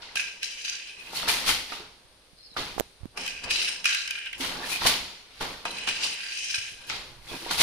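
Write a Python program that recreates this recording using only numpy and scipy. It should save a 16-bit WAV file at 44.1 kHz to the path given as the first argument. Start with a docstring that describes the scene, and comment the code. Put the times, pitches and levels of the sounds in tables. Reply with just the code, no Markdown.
"""A large studio with a wooden floor loom at work. Shafts drop and their loose metal heddles jingle over
wooden thuds, the bobbin rattles in the shuttle as yarn is drawn off, and the beater swings its reed.
Pivots squeak by stick-slip, and something brushes the right microphone port.
Air and building hum lie underneath."""
import sys
import numpy as np
from scipy import signal
from scipy.fft import rfft, irfft, next_fast_len
from scipy.io import wavfile

SR = 44100
rng = np.random.default_rng(int(sys.argv[2]) if len(sys.argv) > 2 else 0)


def transcribe(signal):
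    """Save signal, clipped to [-1, 1], as a 16-bit WAV file at the path in sys.argv[1]."""
    frames = np.atleast_2d(signal).T
    limited = np.clip(frames, -1, 1)
    pcm = np.round(limited * 32767).astype(np.int16)
    wavfile.write(sys.argv[1], SR, pcm)


N = 336075
N_FFT = next_fast_len(N)
BIN_HZ = np.maximum(np.fft.rfftfreq(N_FFT, 1 / SR), 1)

# left-right coherence: f/Hz, coherence
COHERENCE = [(60, 0.9), (180, 1), (550, 0.86), (1650, 0.19), (4970, 0.015), (15000, 0.01)]


def heddles():
    """Loose heddles tick against their bars; a few strike harder and ring briefly."""
    # heddle and reed motion, per stroke: t/s, level/dB, treble lift/dB
    strokes = [
        [(0.0, -56, -4), (0.022, -40.5, -21), (0.148, -48.5, -23), (0.16, -21, -7)],
        [(1.0, -53, 0), (1.122, -45, 0), (1.164, -30.5, 2), (1.26, -35, -6), (1.284, -18.5, 0),
         (1.33, -26, 2.5), (1.444, -35, -3.5), (1.49, -19.5, 1.5), (1.664, -47.5, -5), (1.734, -36, -4.5),
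         (1.99, -66.5, -18), (2.0, -55, 6)],
        [(2.54, -55, -2), (2.552, -61, 0), (2.57, -29, -9), (2.776, -48.5, -2), (2.8, -46, 13)],
        [(4.38, -49, 9), (4.408, -27.5, -1.5), (4.608, -40, -6), (4.728, -30.5, 7), (4.796, -36, -7),
         (4.85, -27.5, -3), (4.868, -16, 2), (5.032, -43, -10.5), (5.296, -56.5, -9), (5.392, -48.5, -4),
         (5.41, -31.5, -4), (5.644, -52, -5.5), (5.652, -53, 0), (5.66, -32, 0)],
        [(5.95, -48, -12), (5.99, -39, -16), (6.042, -38, -10), (6.2, -49, -15)],
        [(6.87, -60, 19), (6.902, -28.5, -15), (7.202, -63, 2.5), (7.302, -40.5, -0.5), (7.438, -42, 1),
         (7.494, -34.5, -9), (7.51, -24.5, -0.5), (7.568, -33.5, 1), (7.62, -13.5, 0)],
    ]
    # jingle spectrum: f/Hz, density/dB
    spectrum = [(530, -17), (900, -6), (1230, -11), (1390, -8.5), (1720, -11), (2020, -3.5), (2250, -4.5),
                (4360, -1), (7770, -15.5), (10000, -10.5), (12400, -18.5), (15100, -19), (16000, -41)]
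    ticks = contacts(per_s=5000, spread_db=1) * from_db(0.64 * wander(rate_hz=30))
    jingle = rms_one(stereo_colour(ticks, spectrum))
    wire_modes = [(hz, at_hz(spectrum, hz), 40 / hz) for hz in np.geomspace(1300, 11000, 18)]
    strikes = contacts(per_s=35, spread_db=3.5)
    rings = rms_one(resonate(wire_modes, lambda hz: np.roll(strikes, rng.integers(N), axis=1)))
    return shape_strokes(rms_one(jingle + from_db(-5.5) * rings), strokes, corner_hz=6060)


def bobbin():
    """The loose bobbin chatters, rubs and knocks in the hollow shuttle; mode strengths drift as it shifts."""
    # bobbin spin, per stroke: t/s, level/dB, treble lift/dB
    strokes = [
        [(0.14, -60, -2), (0.148, -58, -9), (0.158, -27, 1.5), (0.392, -51, -3), (0.422, -36, -5),
         (0.432, -33.5, 5.5), (0.574, -42, 2), (0.59, -37, 1), (0.634, -45, 9), (0.65, -34.5, 3),
         (1.034, -48.5, -2.5), (1.072, -44, -7), (1.12, -51, 0)],
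        [(3.13, -101, -17), (3.174, -37.5, 2), (3.286, -33.5, 1.5), (3.42, -43.5, -4), (3.444, -38, 4.5),
         (3.48, -36, -10), (3.504, -29.5, 7), (3.694, -29, -1), (3.83, -51, 4), (3.856, -21.5, 2),
         (4.02, -34, 0.5), (4.29, -37.5, -12), (4.322, -51, 2), (4.332, -27.5, -25), (4.364, -47, 4),
         (4.39, -54, -3)],
        [(5.64, -70, -4), (5.656, -25.5, -5), (5.702, -41.5, 0), (5.782, -34.5, 0.5), (5.864, -34.5, -2.5),
         (5.874, -28, 4), (5.896, -24, 1.5), (5.906, -29.5, 1.5), (5.99, -37.5, 4.5), (6.042, -33.5, 12),
         (6.184, -35.5, -2), (6.44, -35, 6.5), (6.684, -37, 2), (6.752, -52.5, 4), (6.878, -47.5, 2),
         (6.9, -31, 16)],
    ]
    # hard knocks on the shuttle: t/s, level/dB, favoured f/Hz
    hits = [(0.1556, -21, 2530), (0.4303, -17, 2580), (0.6454, -28.5, 2610), (3.174, -22.5, 2990),
            (3.2634, -19.5, 3030), (3.2778, -19, 2430), (3.4402, -26, 2670), (3.5085, -11, 2600),
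            (3.5146, -17, 2530), (3.592, -23, 2600), (3.6805, -20.5, 2960), (3.8433, -17, 1950),
            (3.8554, -7.5, 1600), (3.9091, -20, 2330), (3.947, -12, 2560), (4.0763, -21, 4830),
            (4.1079, -16, 2550), (4.2585, -29.5, 2570), (4.3295, -27, 2560), (5.6523, -20, 1800),
            (5.784, -22.5, 2500), (5.8725, -22, 1620), (5.8877, -16, 2600), (6.031, -30, 2550),
            (6.2509, -35, 2380)]
    # shuttle and bobbin modes: f/Hz, level/dB, t60/s
    modes = [(1270, -30, 0.0092), (1602, -6.5, 0.03), (1940, -15.5, 0.036), (2358, -4, 0.027),
             (2524, -5, 0.047), (2688, 4.5, 0.0094), (2906, -2, 0.019), (3136, -8.5, 0.028),
             (4004, -1, 0.0096), (4750, -7, 0.017), (5377, -0.5, 0.0095), (6090, -5, 0.0076),
             (8740, -12, 0.014), (10070, -2.5, 0.0018)]
    kicks = np.abs(contacts(per_s=70, spread_db=3)[0])
    bounces = signal.lfilter([1], [1, -np.exp(-1 / (0.003 * SR))], kicks)   # 3 ms decay
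    ticks = contacts(per_s=2500, spread_db=3) * (1 + 0.8 * rms_one(bounces))

    def force(hz):
        return np.roll(ticks, int(hz / 20), axis=1) * from_db(4.86 * wander(rate_hz=7))

    chatter = rms_one(resonate(modes, force))
    rattle = rms_one(chatter + from_db(-3) * yarn_rub())
    blows = knocks(hits, modes, fall_db_oct=4.5, gain_db=0.5, contact_s=0.003, crack_db=-8)
    sound = shape_strokes(rattle, strokes, corner_hz=3480) + blows
    return butterworth(sound, 3, [1150, 12500], "band")   # too small for bass, too soft for top treble


def yarn_rub():
    """Yarn and bobbin friction: dense, nearly even contacts."""
    # rub spectrum: f/Hz, density/dB
    spectrum = [(710, -55), (1200, -74), (1580, -22), (1760, -6), (3060, 3.5), (3500, -14), (5440, -7.5),
                (8640, -20), (14000, -57)]
    return rms_one(stereo_colour(contacts(per_s=7600, spread_db=0.5), spectrum))


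def frame():
    """Joints bump and knock in the wooden frame, which stands on hollow boards."""
    # shaking by treadles, shafts and beater: t/s, level/dB, boom re rumble/dB
    shaking = [(0.0, -44, -13.5), (0.02, -53.5, -14), (0.87, -66, -6), (1.31, -37, -13.5),
               (1.44, -43.5, -8), (1.48, -35.5, -1), (1.68, -54, -11), (1.74, -45.5, -11), (1.97, -60, -7),
               (2.52, -77, 7), (2.59, -33.5, -13), (2.74, -52, -1), (2.8, -43, -14), (2.84, -67, 7),
               (2.97, -67, 1), (3.05, -59, 7), (3.1, -77, 20), (3.18, -40, -24), (3.4, -59, 3),
               (3.46, -40, -7.5), (3.65, -48, -15), (4.29, -70.5, 2), (4.43, -40.5, -12), (4.65, -38, -19),
               (4.79, -50, -8), (4.86, -30.5, -14), (4.92, -37.5, -7.5), (5.2, -60.5, -8), (5.39, -61, 3),
               (5.41, -30.5, -10.5), (5.62, -54, -10), (5.67, -37.5, -31), (5.71, -42.5, -20),
               (5.86, -48.5, -11), (5.88, -38, -19), (5.94, -47.5, -8), (6.07, -44.5, -27),
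               (6.18, -58.5, -13), (6.77, -60.5, 1), (6.94, -45, -8.5), (7.24, -59.5, 9.5),
               (7.34, -38.5, -5), (7.39, -52, -10), (7.51, -37.5, -15), (7.58, -43, -1), (7.62, -24, -10)]
    # wood on wood: t/s, level/dB, favoured f/Hz
    hits = [(1.131, -29, 840), (1.229, -25, 1020), (1.275, -20, 2110), (1.477, -32, 2080),
            (1.72, -22.5, 1320), (1.799, -37.5, 448), (2.565, -17.5, 1440), (3.172, -28, 1480),
            (3.438, -35, 2160), (4.399, -33, 210), (4.718, -30, 740), (4.817, -19.5, 1340),
            (4.852, -11.5, 942), (5.41, -24, 891), (5.654, -21, 990), (5.874, -21, 1640), (6.05, -30, 860),
            (7.313, -30.5, 423), (7.339, -29, 301), (7.417, -40, 326), (7.462, -27, 754),
            (7.508, -19, 1520)]
    # frame modes: f/Hz, level/dB, t60/s
    frame_modes = [(180, -3.5, 0.049), (267.4, -2.5, 0.12), (342.5, -2.5, 0.13), (417.7, 0, 0.047),
                   (536, 7, 0.01), (713, 7, 0.028), (820, -3.5, 0.038), (942.3, 3.5, 0.074),
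                   (1216.6, 6.5, 0.013), (1303, 13, 0.0092), (1650, 5, 0.023), (2060, -2, 0.0099)]
    # floorboard modes: f/Hz, level/dB, t60/s
    board_modes = [(34, -9, 0.16), (55.4, -2.5, 0.21), (88.4, -5, 0.16), (116.8, -5.5, .15)]
    rumble_db, boom_db = stroke_curves(shaking)
    bumps = contacts(per_s=1500, spread_db=3)
    rumble = rms_one(resonate(frame_modes, lambda hz: np.roll(bumps, int(hz), axis=1)))
    boom = rms_one(resonate(board_modes, lambda hz: bumps))
    blows = knocks(hits, frame_modes, fall_db_oct=11, gain_db=2, contact_s=0.006, crack_db=-29)
    return from_db(rumble_db - 2.5) * (rumble + from_db(boom_db) * boom) + blows


def creaks():
    """Stick-slip in pivots and cords: narrow noise on a gliding pitch."""
    # squeaks: t/s, length/s, start f/Hz, end f/Hz, level/dB
    squeaks = [(2.365, 0.11, 4200, 4260, -53.5), (2.365, .06, 4850, 4900, -61),
               (2.42, .07, 5300, 4870, -52), (2.44, 0.062, 4400, 4380, -53), (2.49, .04, 5150, 4950, -57),
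               (2.49, 0.072, 4180, 3900, -53), (1.155, 0.024, 4300, 4300, -33),
               (4.625, 0.032, 1750, 1730, -36.5), (4.695, .1, 2480, 2505, -32.5),
               (7.27, 0.14, 2584, 2440, -46), (7.285, 0.027, 3380, 3440, -43)]
    out = np.zeros((2, N))
    waver = rms_one(butterworth(rng.standard_normal((2, N)), 2, 110, "low"))
    for k, (start_s, length_s, start_hz, end_hz, level_db) in enumerate(squeaks):
        i, n = int(start_s * SR), int(length_s * SR)
        phase = 2 * np.pi * np.cumsum(np.linspace(start_hz, end_hz, n)) / SR
        swell = np.sqrt(2 * np.hanning(n))
        own_waver = waver[:, k * 20000:k * 20000 + n]
        out[:, i:i + n] += from_db(level_db) * swell * np.sin(phase) * own_waver
    return out


def port_touches():
    """A damped pressure swing and crackle at the right port; the left gets the swing, faint and late."""
    # touches: t/s, level/dB, swing f/Hz, crackle re swing/dB
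    touches = [(2.332, -46, 147, -40), (2.517, -46, 199, -40), (2.765, -32, 300, -30),
               (2.7802, -16, 610, -30), (2.783, -16, 910, -8), (2.7987, -15, 560, 17),
               (2.8075, -12, 517, -6), (3.008, -42, 69, -40), (3.033, -28.5, 90.5, -46),
               (3.056, -24.5, 243, -16), (6.582, -36.5, 93.5, -40), (2.05, -53, 100, -31),
               (6.72, -45, 119, -40)]
    out, t = np.zeros((2, N)), np.arange(3000) / SR
    for start_s, level_db, hz, crackle_db in touches:
        swing = np.sin(2 * np.pi * hz * t + 0.5) * np.exp(-(1.05 * hz * t) ** 2)
        crackle = from_db(crackle_db) * rng.standard_normal(len(t)) * np.exp(-t / 0.0003)
        right = int(start_s * SR)
        left = right + 90
        out[1, right:right + len(t)] += from_db(level_db) * (swing + crackle)
        out[0, left:left + len(t)] -= from_db(level_db - 22) * swing
    return out


def reverb(sound):
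    """Studio reflections: a noise tail that decays by octave band."""
    # decay time: f/Hz, t60/s
    t60_s = [(60, 0.48), (400, 0.48), (1500, 0.42), (4000, 0.78), (9000, 0.53), (15000, 0.47)]
    t, edges_hz = np.arange(SR) / SR, 30 * 2.0 ** np.arange(10)
    tail = 0
    for low_hz, high_hz in zip(edges_hz, edges_hz[1:]):
        hz = np.sqrt(low_hz * high_hz)
        mid, side = butterworth(rng.standard_normal((2, SR)), 2, [low_hz, high_hz], "band")
        tail = tail + left_right(mid, side, hz) * from_db(-60 * t / at_hz(t60_s, hz))
    fade_in = np.clip(t / 0.004, 0, 1)
    tail = rms_one(tail * fade_in) / np.sqrt(SR)
    return signal.fftconvolve(sound.mean(0)[None], tail, axes=1)[:, :N]


def studio_hum():
    """Air and building hum: steady coloured noise."""
    # hum spectrum: f/Hz, density/dB
    spectrum = [(13, -30), (22, -9.5), (48, 1.5), (70, -16.5), (103, -9.5), (140, -21), (174, -8),
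                (200, -16), (319, -11), (482, -6.5), (885, -16.5), (4500, -10.5), (7810, -26.5),
                (8970, -15), (16000, -40)]
    return rms_one(stereo_colour(rng.standard_normal((2, N)), spectrum))


def knocks(hits, modes, fall_db_oct, gain_db, contact_s, crack_db):
    """Loose parts meet in a flurry of contacts; modes weaken away from each hit's favoured pitch."""
    n = 600
    t = np.arange(n) / SR
    flurry = np.exp(-t / contact_s) / np.sqrt(contact_s * SR)
    mode_hz, mode_db, _ = np.transpose(modes)

    def force(hz):
        push = np.zeros((2, N + n))
        for start_s, level_db, favoured_hz in hits:
            i = int(start_s * SR)
            weight = from_db(-fall_db_oct * abs(np.log2(hz / favoured_hz)))
            all_modes = from_db(mode_db - fall_db_oct * abs(np.log2(mode_hz / favoured_hz)))
            share = weight / np.linalg.norm(all_modes)   # the modes share the blow's energy
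            push[:, i:i + n] += from_db(level_db + gain_db) * share * flurry * rng.choice([-1, 1], (2, n))
        return push[:, :N]

    crack = np.zeros((2, N + n))   # bright tick of first contact
    crack_decay = np.exp(-t / 0.0017)
    for start_s, level_db, _ in hits:
        i = int(start_s * SR)
        crack[:, i:i + n] += from_db(level_db + crack_db) * crack_decay * rng.standard_normal((2, n))
    return resonate(modes, force) + butterworth(crack[:, :N], 2, [4000, 12000], "band")


def resonate(modes, force):
    """Sum of damped modes, each driven by the mid/side pair force(hz)."""
    out = 0
    for hz, level_db, t60_s in modes:
        radius, angle = from_db(-60 / (t60_s * SR)), 2 * np.pi * hz / SR
        feedforward = [0, from_db(level_db) * np.sin(angle)]
        feedback = [1, -2 * radius * np.cos(angle), radius ** 2]
        mid, side = signal.lfilter(feedforward, feedback, force(hz) + 1e-18)
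        out = out + left_right(mid, side, hz)
    return out


def contacts(per_s, spread_db):
    """Random impulses of uneven size, rms 1; mid and side differ in signs only."""
    sizes = from_db(spread_db * np.minimum(rng.exponential(1, N), 3))
    occurs = rng.random(N) < per_s / SR
    return rms_one(sizes * occurs * rng.choice([-1, 1], (2, N)))


def shape_strokes(sound, strokes, corner_hz):
    """Gate a sound by strokes, applying their level and their treble lift above the corner."""
    t = np.arange(N) / SR
    low_gain, high_gain = np.zeros((2, N))
    for rows in strokes:
        level_db, lift_db = stroke_curves(rows)
        gate = (t >= rows[0][0]) & (t <= rows[-1][0])
        low_gain += from_db(level_db) * gate
        high_gain += from_db(level_db + lift_db) * gate
    low, high = (butterworth(sound, 3, corner_hz, kind) for kind in ("low", "high"))
    return low * low_gain + high * high_gain


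def stroke_curves(rows):
    """Both dB columns of a stroke, per sample; a quick rise is an impact and comes late."""
    times_s, level_db, relative_db = np.transpose(rows)
    position = np.interp(np.arange(N) / SR, times_s, np.arange(len(rows)))
    row = np.minimum(position.astype(int), len(rows) - 2)
    impact = (np.diff(times_s) < 0.03) & (np.diff(level_db) > 6)
    progress = (position - row) ** np.where(impact[row], 3, 1)
    return [db[row] + np.diff(db)[row] * progress for db in (level_db, relative_db)]


def wander(rate_hz):
    """Random drift: straight lines between unit normal values."""
    values = rng.standard_normal(int(N / SR * 40) + 2)
    return np.interp(np.arange(N) / SR * rate_hz, np.arange(len(values)), values)


def stereo_colour(mid_side, spectrum):
    """Filter a mid/side pair by a spectrum; return left and right."""
    mid, side = rfft(mid_side, N_FFT) * from_db(at_hz(spectrum, BIN_HZ))
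    return irfft(left_right(mid, side, BIN_HZ), N_FFT)[:, :N]


def left_right(mid, side, hz):
    """Mid/side to the two ports, which hear alike in the bass only."""
    coherence = at_hz(COHERENCE, hz)
    return np.sqrt(1 + coherence) * mid + np.sqrt(1 - coherence) * side * [[1], [-1]]


def butterworth(x, order, corner_hz, kind):
    """Causal Butterworth filter."""
    return signal.sosfilt(signal.butter(order, corner_hz, kind, fs=SR, output="sos"), x)


def at_hz(points, hz):
    """Read an (f/Hz, value) table on a log axis."""
    points_hz, values = np.transpose(points)
    return np.interp(np.log(hz), np.log(points_hz), values)


def from_db(db):
    """Decibels to gain."""
    return 10 ** (np.asarray(db) / 20)


def rms_one(x):
    """Scale to unit rms."""
    return x / np.sqrt(np.mean(x ** 2) + 1e-20)


def scene():
    """The loom and its reverberation, with hum and port touches."""
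    loom = heddles() + frame() + bobbin() + creaks()
    hum = from_db(-59) * studio_hum()
    return loom + from_db(-7) * reverb(loom) + hum + port_touches()


def record(dry):
    """The two ports differ in colour; peaks are rounded and the top is cut."""
    # port imbalance: f/Hz, left re right/dB
    imbalance = [(60, -6.5), (110, -1), (200, -2.5), (380, -2.5), (700, -2), (1290, -0.5), (2380, -1.5),
                 (4400, 0.5), (8120, 7.5), (15000, 6)]
    port_gains = from_db(at_hz(imbalance, BIN_HZ) * [[0.5], [-0.5]])
    coloured = irfft(rfft(dry, N_FFT) * port_gains, N_FFT)[:, :N]
    rounded = 0.8 * np.tanh(coloured / 0.8)
    return signal.sosfilt(signal.cheby2(14, 70, 16400, fs=SR, output="sos"), rounded)


dry = scene()
out = record(dry)
transcribe(out)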